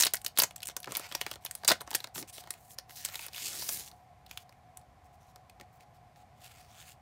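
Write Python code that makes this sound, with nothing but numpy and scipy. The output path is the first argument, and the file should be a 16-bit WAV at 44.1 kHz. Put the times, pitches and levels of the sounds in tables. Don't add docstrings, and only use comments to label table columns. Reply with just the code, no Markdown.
import sys
import numpy as np
from scipy import signal
from scipy.fft import rfft, irfft, next_fast_len
from scipy.io import wavfile
from scipy.ndimage import uniform_filter1d

SR = 44100
rng = np.random.default_rng(int(sys.argv[2]) if len(sys.argv) > 2 else 0)


def output_pcm(signal):
    pcm = np.clip(np.atleast_2d(signal).T, -1, 1) * 32767
    wavfile.write(sys.argv[1], SR, np.round(pcm).astype(np.int16))


N = 309135
T = np.arange(N) / SR

# t/s, level/dB, ring f/Hz, card thump relative to the snap/dB
CREASES = [(0.0014, -19.5, 8600, -19), (0.0079, -16.5, 7150, -26), (0.0226, -17, 5970, -26),
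           (0.0349, -17, 3600, -23), (0.0502, -21, 9800, -25), (0.0565, -25, 3000, -14),
           (0.0649, -32, 7200.0, -4), (0.0673, -20.5, 4300, -23), (0.1372, -20.5, 10900, -17.5),
           (0.1437, -33, 6840, -18), (0.1698, -37, 4600.0, -32), (0.2159, -43.5, 8300, -28),
           (0.2471, -30.5, 7460, -18), (0.264, -25, 4940, -25), (0.3655, -45, 4100, -12),
           (0.3748, -24.5, 4040, -22), (0.3868, -16, 10700, -13), (0.3919, -17.5, 11900, -21),
           (0.3996, -16.5, 4750, -19), (0.418, -28, 6000, -30), (0.4201, -18, 11700.0, -13),
           (0.4351, -18.5, 6900, -13), (0.5093, -43.5, 2710, -7.5), (0.5629, -36, 7700, -39),
           (0.5815, -55, 3200, -30), (0.6046, -45, 4040, -32.0), (0.6203, -46, 3700, -30),
           (0.6314, -32.0, 2830, -40), (0.6565, -35.5, 7800, -37), (0.6715, -30.5, 8800, -37),
           (0.68, -34, 8600, -37), (0.6866, -34, 6900, -12.5), (0.698, -41, 3470, -6),
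           (0.7664, -27.5, 6760, -14.5), (0.831, -40.5, 4230, -28), (0.8437, -38, 2300, -23),
           (0.8736, -44.5, 1500.0, 6), (0.9212, -32, 8400, -11), (0.9518, -27.5, 3370, -30),
           (0.9605, -32, 2150, -15), (0.9697, -22.5, 12200, -21), (0.9962, -35, 9300.0, -6.5),
           (1.1144, -40.5, 3100.0, -4), (1.1236, -34.5, 3460, -10), (1.151, -24.5, 4900, -11.5),
           (1.2135, -24.5, 3600, -13.5), (1.2649, -30, 2400, -5.5), (1.3037, -53, 4600.0, -25),
           (1.3141, -32, 3020, -8.5), (1.3385, -41.5, 4300.0, -10), (1.3573, -43, 3720, -4),
           (1.4507, -30, 11900, -14.5), (1.4622, -33.5, 3750, -30), (1.5112, -31.5, 7800, -46),
           (1.5521, -30.5, 9300, -23), (1.6351, -44.5, 1500.0, 3), (1.6487, -29, 4240, -11.5),
           (1.6785, -14.5, 7700, -33), (1.6854, -16.5, 4300.0, -12), (1.6909, -17.5, 4800.0, -28),
           (1.7007, -20.5, 4340, -10), (1.7072, -22, 3900, -2), (1.7161, -17.5, 1520, -4),
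           (1.7207, -24, 1760, -37), (1.8078, -38.5, 3970, -4), (1.8156, -38, 8950, -4),
           (1.8759, -44, 1500, 0.5), (1.907, -34.5, 9400, -27), (1.9132, -33.5, 6600, -7.5),
           (1.9308, -38.5, 3100.0, -2), (1.9416, -34, 4320, -35), (1.9479, -25.5, 1590, -12.5),
           (1.9513, -20, 9700, -49), (1.9639, -40, 3400.0, -22), (2.0038, -36.5, 3400.0, -18),
           (2.0431, -32, 3960, -10.0), (2.0726, -46, 4470, -4), (2.158, -37.5, 3100, -5.5),
           (2.1789, -38, 3350, -3.5), (2.2269, -38, 2100.0, -11), (2.3811, -40.5, 3050, -8),
           (2.4385, -49, 3500, -4), (2.4735, -50, 1819, 5), (2.5062, -27, 9500, -20),
           (2.539, -45, 2460, -14), (2.7075, -52, 3000, -30), (2.7865, -31.5, 5100, -17),
           (2.8959, -48, 2100.0, -8), (2.9077, -45, 2000.0, -27), (2.9625, -44, 8300, -35),
           (3.0485, -35.5, 9860, -15.5), (3.0502, -24.5, 7960, -31), (3.0878, -39.5, 4380, -10),
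           (3.1442, -37, 2200.0, -18), (3.1556, -30, 4000, -18), (3.1932, -36.5, 2390, -11.5),
           (3.265, -35, 10700, -15.5), (3.2836, -41, 4080, -10.5), (3.3332, -42, 4640, -28),
           (3.346, -39, 2790, -21), (3.3629, -38, 3580, -28.0), (3.3812, -36, 3100.0, -32),
           (3.6224, -33.5, 5330, -11), (3.691, -25.5, 6750, -18.5), (3.717, -39, 7000, -30),
           (3.877, -46.5, 3580, -28), (3.9151, -49, 4200.0, -10.5), (4.2651, -50, 3550, -22),
           (4.3121, -38, 2800.0, -16), (4.3748, -32.5, 2980, -45.5), (4.4935, -54.5, 4900.0, -5),
           (4.5251, -54.5, 2400.0, -11), (4.7725, -40.5, 9080, -21), (5.3598, -48.5, 4600.0, -5),
           (5.4978, -50, 2300.0, -23), (5.5994, -49.5, 1600.0, -3.5), (5.6117, -44, 1890, -19),
           (5.808, -56, 2194, -18.5), (6.16, -59.5, 1486, -14)]


def crease_snaps(creases, ring_db=5, ring_width=0.2, low_hz=1500, treble_hz=7000, crack_s=0.00017,
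                 rattle_t60=0.019, thump_t60=0.031, size=4096):
    thump_spectrum = [(59, -52), (100, -16), (614, -3.5), (791, -5.5), (861, -3), (1800, -9.5), (2340, -16),
                      (3960, -120)]
    starts, db, ring_hz, card_db = np.transpose(creases)[:, :, None]
    t = np.arange(size) / SR
    f = np.fft.rfftfreq(size, 1 / SR) + 1
    noise = rng.standard_normal((len(starts), 2, size))
    big_db = np.maximum(db + 32, 0)
    rattle = undb(-60 * t / rattle_t60 / np.exp(0.0357 * big_db))
    crack = undb(9.5 - 0.55 * big_db) * np.exp(-t / crack_s)
    treble_db = -7.5 + 6 * np.log2(ring_hz / 4000)
    body = undb(treble_db / (1 + (treble_hz / f) ** 4)) / (1 + (low_hz / f) ** 2)
    facet = 1 + undb(ring_db) * np.exp(-(np.log(f / ring_hz) / ring_width) ** 2)
    film = minimum_phase(noise[:, 0] * (rattle + crack), body * facet)
    knock = noise[:, 1] * undb(-60 * t / thump_t60) * np.tanh(t / 0.00047)
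    thump = minimum_phase(knock, eq_curve(thump_spectrum, f))
    snaps = undb(db) * (unit_burst(film) + undb(card_db) * unit_burst(thump))
    out = np.zeros(N + size)
    for at, snap in zip((starts[:, 0] * SR).astype(int), snaps):
        out[at:at + size] += snap
    return out[:N]


def small_creases(per_snap=3, below_db=25, fade_db_per_s=250, spread_db=7, lead_s=0.0012, lag_s=0.022):
    starts, db, ring_hz, card_db = np.repeat(CREASES, per_snap, axis=0).T
    wait, size = rng.exponential(size=(len(starts), 2)).T
    ring_scatter, thump_scatter = rng.standard_normal((len(starts), 2)).T
    follows = np.arange(len(starts)) % per_snap > 0
    delay = np.where(follows, lag_s * wait, -lead_s * (1 + np.minimum(wait, 2)))
    small_db = db - below_db - fade_db_per_s * np.maximum(delay, 0) + spread_db * np.minimum(size, 3)
    small_hz = np.clip(ring_hz * np.exp(0.68 * ring_scatter), 1500, 13000)
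    thump_db = card_db - 8 + 4 * thump_scatter
    return np.c_[np.maximum(starts + delay, 0), small_db, small_hz, thump_db]


def card_friction(slips_per_s=900, slip_s=0.00043, hiss=1.1, flicker_db=1.5, patchy_db=2.8,
                  scrape_db=-12, scrape_low_hz=250):
    slip_db = np.minimum(rng.exponential(size=N), 4)
    kicks = (rng.random(N) < slips_per_s / SR) * undb(slip_db)
    slips = np.convolve(kicks, np.exp(-T[:256] / slip_s))[:N]
    grit = (at_level(slips, 0) + hiss) * rng.standard_normal(N)
    size = next_fast_len(N)
    rub_spectrum = rfft(at_level(grit * undb(flicker_db * wander(40)), 0), size)
    octaves = np.log2(np.fft.rfftfreq(size, 1 / SR) / 1000 + 1e-9)
    touches = hand_moves()
    out = np.zeros(N)
    for centre in np.arange(-3, 4.5, 0.25):
        power = np.zeros(N)
        scrape = undb(scrape_db) / (1 + (scrape_low_hz / 1000 / 2 ** centre) ** 2)
        for span, gain, bright in touches:
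            width = np.where((centre < bright) | (bright < 0), 1.4, 2.4)
            hump = np.exp(-((centre - bright) / width) ** 2)
            power[span] += (gain * (scrape * (bright > 0) + hump)) ** 2
        band = irfft(rub_spectrum * np.maximum(1 - 4 * abs(octaves - centre), 0), size)[:N]
        out += band * np.sqrt(power) * undb(patchy_db * wander(12))
    return out


def hand_moves(grip_s=0.008, ease=0.072, flex_octave=-2.1):
    # start t/s, end t/s, level/dB, brightest band/octaves above 1 kHz
    strokes = [(0.353, 0.367, -56, 1.3), (0.698, 0.723, -53, 0.53), (0.884, 1.078, -45.5, 0.077),
               (1.079, 1.347, -52.5, 0.69), (1.41, 1.65, -62.5, 1.4), (1.86, 2.043, -56, 0.28),
               (2.145, 2.222, -41, 3.05), (2.274, 2.309, -50.5, 1.9), (2.326, 2.417, -49.5, 2.5),
               (2.384, 2.595, -59, 0.33), (2.574, 2.71, -63.5, 3.75), (2.697, 2.75, -53.5, 3.4),
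               (4.286, 4.435, -60, 1.7), (5.04, 5.075, -71.5, 2.8), (5.128, 5.161, -73.5, 3),
               (5.2, 5.324, -70, 1.6), (5.722, 5.784, -72, 2.9), (5.796, 5.842, -64, 0.61),
               (5.94, 5.979, -70.5, 1.96), (6.157, 6.232, -66.5, 1.3)]
    # start t/s, end t/s, level/dB
    flexes = [(0.867, 0.926, -31.5), (2.158, 2.252, -33.5), (3.404, 3.83, -42), (5.602, 5.63, -35.5)]
    # t/s, level/dB, brightest band/octaves above 1 kHz
    slides = [
        [(2.875, -83, 3.3), (2.9, -55.5, 2.4), (2.944, -58, 3.1), (2.97, -45.5, 2.8), (3.04, -50.5, 1.9),
         (3.112, -46, 1.1), (3.19, -46, 2.2), (3.26, -40.5, 1.25), (3.296, -68, 1), (3.34, -47.5, 1.6),
         (3.428, -38, 2.1), (3.53, -41, 1.8), (3.59, -41, 2.5), (3.64, -39.5, 2.7), (3.7, -36, 3.43),
         (3.79, -37.5, 2.73), (3.82, -44.5, 2.3), (3.885, -53.5, 2.4), (3.91, -70, 2.4), (4.06, -83.5, 2.8)],
        [(6.36, -79, 1.5), (6.4, -64, 1.9), (6.445, -50.5, 1.44), (6.526, -56.5, 0.45), (6.61, -58, 1.1),
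         (6.66, -63.5, 0.53), (6.76, -55, 0.47), (6.9, -53, 1.5), (6.925, -57.5, 2.1), (6.96, -78, 2.4)],
    ]
    touches = []
    for start, end, db, bright in strokes + [(*row, flex_octave) for row in flexes]:
        span = slice(int((start - 0.1) * SR), int((end + 0.1) * SR))
        ramp_s = grip_s + ease * (end - start)
        attack = np.clip((T[span] - start) / ramp_s + 0.5, 0, 1)
        release = np.clip((end - T[span]) / ramp_s + 0.5, 0, 1)
        touches.append((span, (attack * release) ** 2 * undb(db), bright))
    for times, db, bright in map(np.transpose, slides):
        span = slice(int(times[0] * SR), int(times[-1] * SR))
        touches.append((span, undb(np.interp(T[span], times, db)), np.interp(T[span], times, bright)))
    return touches


def reflections(x, table_t60=0.13, wall_t60=0.19, wall_db=-17, dull_hz=9000, wet_db=-16):
    t = np.arange(SR // 2) / SR
    decay = undb(-60 * t / table_t60) + undb(wall_db - 60 * t / wall_t60)
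    tail = rng.standard_normal(len(t)) * decay * np.minimum(t / 0.0025, 1)
    tail = signal.sosfilt(signal.butter(1, dull_hz, fs=SR, output="sos"), tail)
    return x + undb(wet_db) * signal.fftconvolve(x, tail / np.linalg.norm(tail))[:N]


def room_tone(db=-60):
    room_spectrum = [(18, -44.5), (40, -13.5), (62, -2.5), (115, -1.5), (350, -21.5), (608, -15), (732, -3),
                     (904, -22.5), (1030, -19), (1450, -23.5), (2220, -24), (2670, -30), (14500, -43),
                     (16500, -60.5)]
    size = next_fast_len(N)
    gain = eq_curve(room_spectrum, np.fft.rfftfreq(size, 1 / SR))
    bed = irfft(rfft(rng.standard_normal(N), size) * gain, size)[:N]
    return at_level(bed, db) * undb(0.29 * wander(1.8))


def fan_hum():
    housing_bands = [(726.5, 31, -66.5), (827, 9.2, -72), (1027, 130, -74)]
    out = np.zeros(N)
    for hz, width, db in housing_bands:
        bandpass = signal.butter(2, [hz - width / 2, hz + width / 2], "band", fs=SR, output="sos")
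        band = signal.sosfilt(bandpass, rng.standard_normal(N))
        out += at_level(band, db) * undb(0.94 * wander(2.8))
    return out


def undb(db):
    return 10 ** (np.asarray(db) / 20)


def at_level(x, db):
    return x * undb(db) / np.sqrt(np.mean(x ** 2))


def unit_burst(x):
    return x / np.sqrt(uniform_filter1d(x ** 2, size=176).max(axis=1, keepdims=True))


def eq_curve(points, hz):
    f, db = np.transpose(points)
    return undb(np.interp(np.log(hz + 1), np.log(f), db))


def minimum_phase(x, gain):
    cepstrum = irfft(np.log(gain + 1e-5))
    half = cepstrum.shape[-1] // 2
    cepstrum[..., 1:half] *= 2
    cepstrum[..., half + 1:] = 0
    return irfft(rfft(x) * np.exp(rfft(cepstrum)))


def wander(rate_hz):
    hold = int(SR / rate_hz)
    return uniform_filter1d(np.repeat(rng.standard_normal(N // hold + 1), hold), hold)[:N]


def scene():
    handling = crease_snaps(CREASES) + crease_snaps(small_creases()) + card_friction()
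    return (reflections(handling) + room_tone() + fan_hum())[None]


def record(dry, dip_hz=10400, dip_q=12, dip_depth=0.17, shelf_hz=15500, top_hz=16600):
    dipped = dry - dip_depth * signal.lfilter(*signal.iirpeak(dip_hz, dip_q, SR), dry)
    below_shelf = signal.sosfiltfilt(signal.ellip(6, 0.1, 40, shelf_hz, fs=SR, output="sos"), dipped)
    shelved = 0.1 * dipped + 0.9 * below_shelf
    return signal.sosfilt(signal.ellip(10, 0.2, 80, top_hz, fs=SR, output="sos"), shelved)


dry = scene()
out = record(dry)
output_pcm(out)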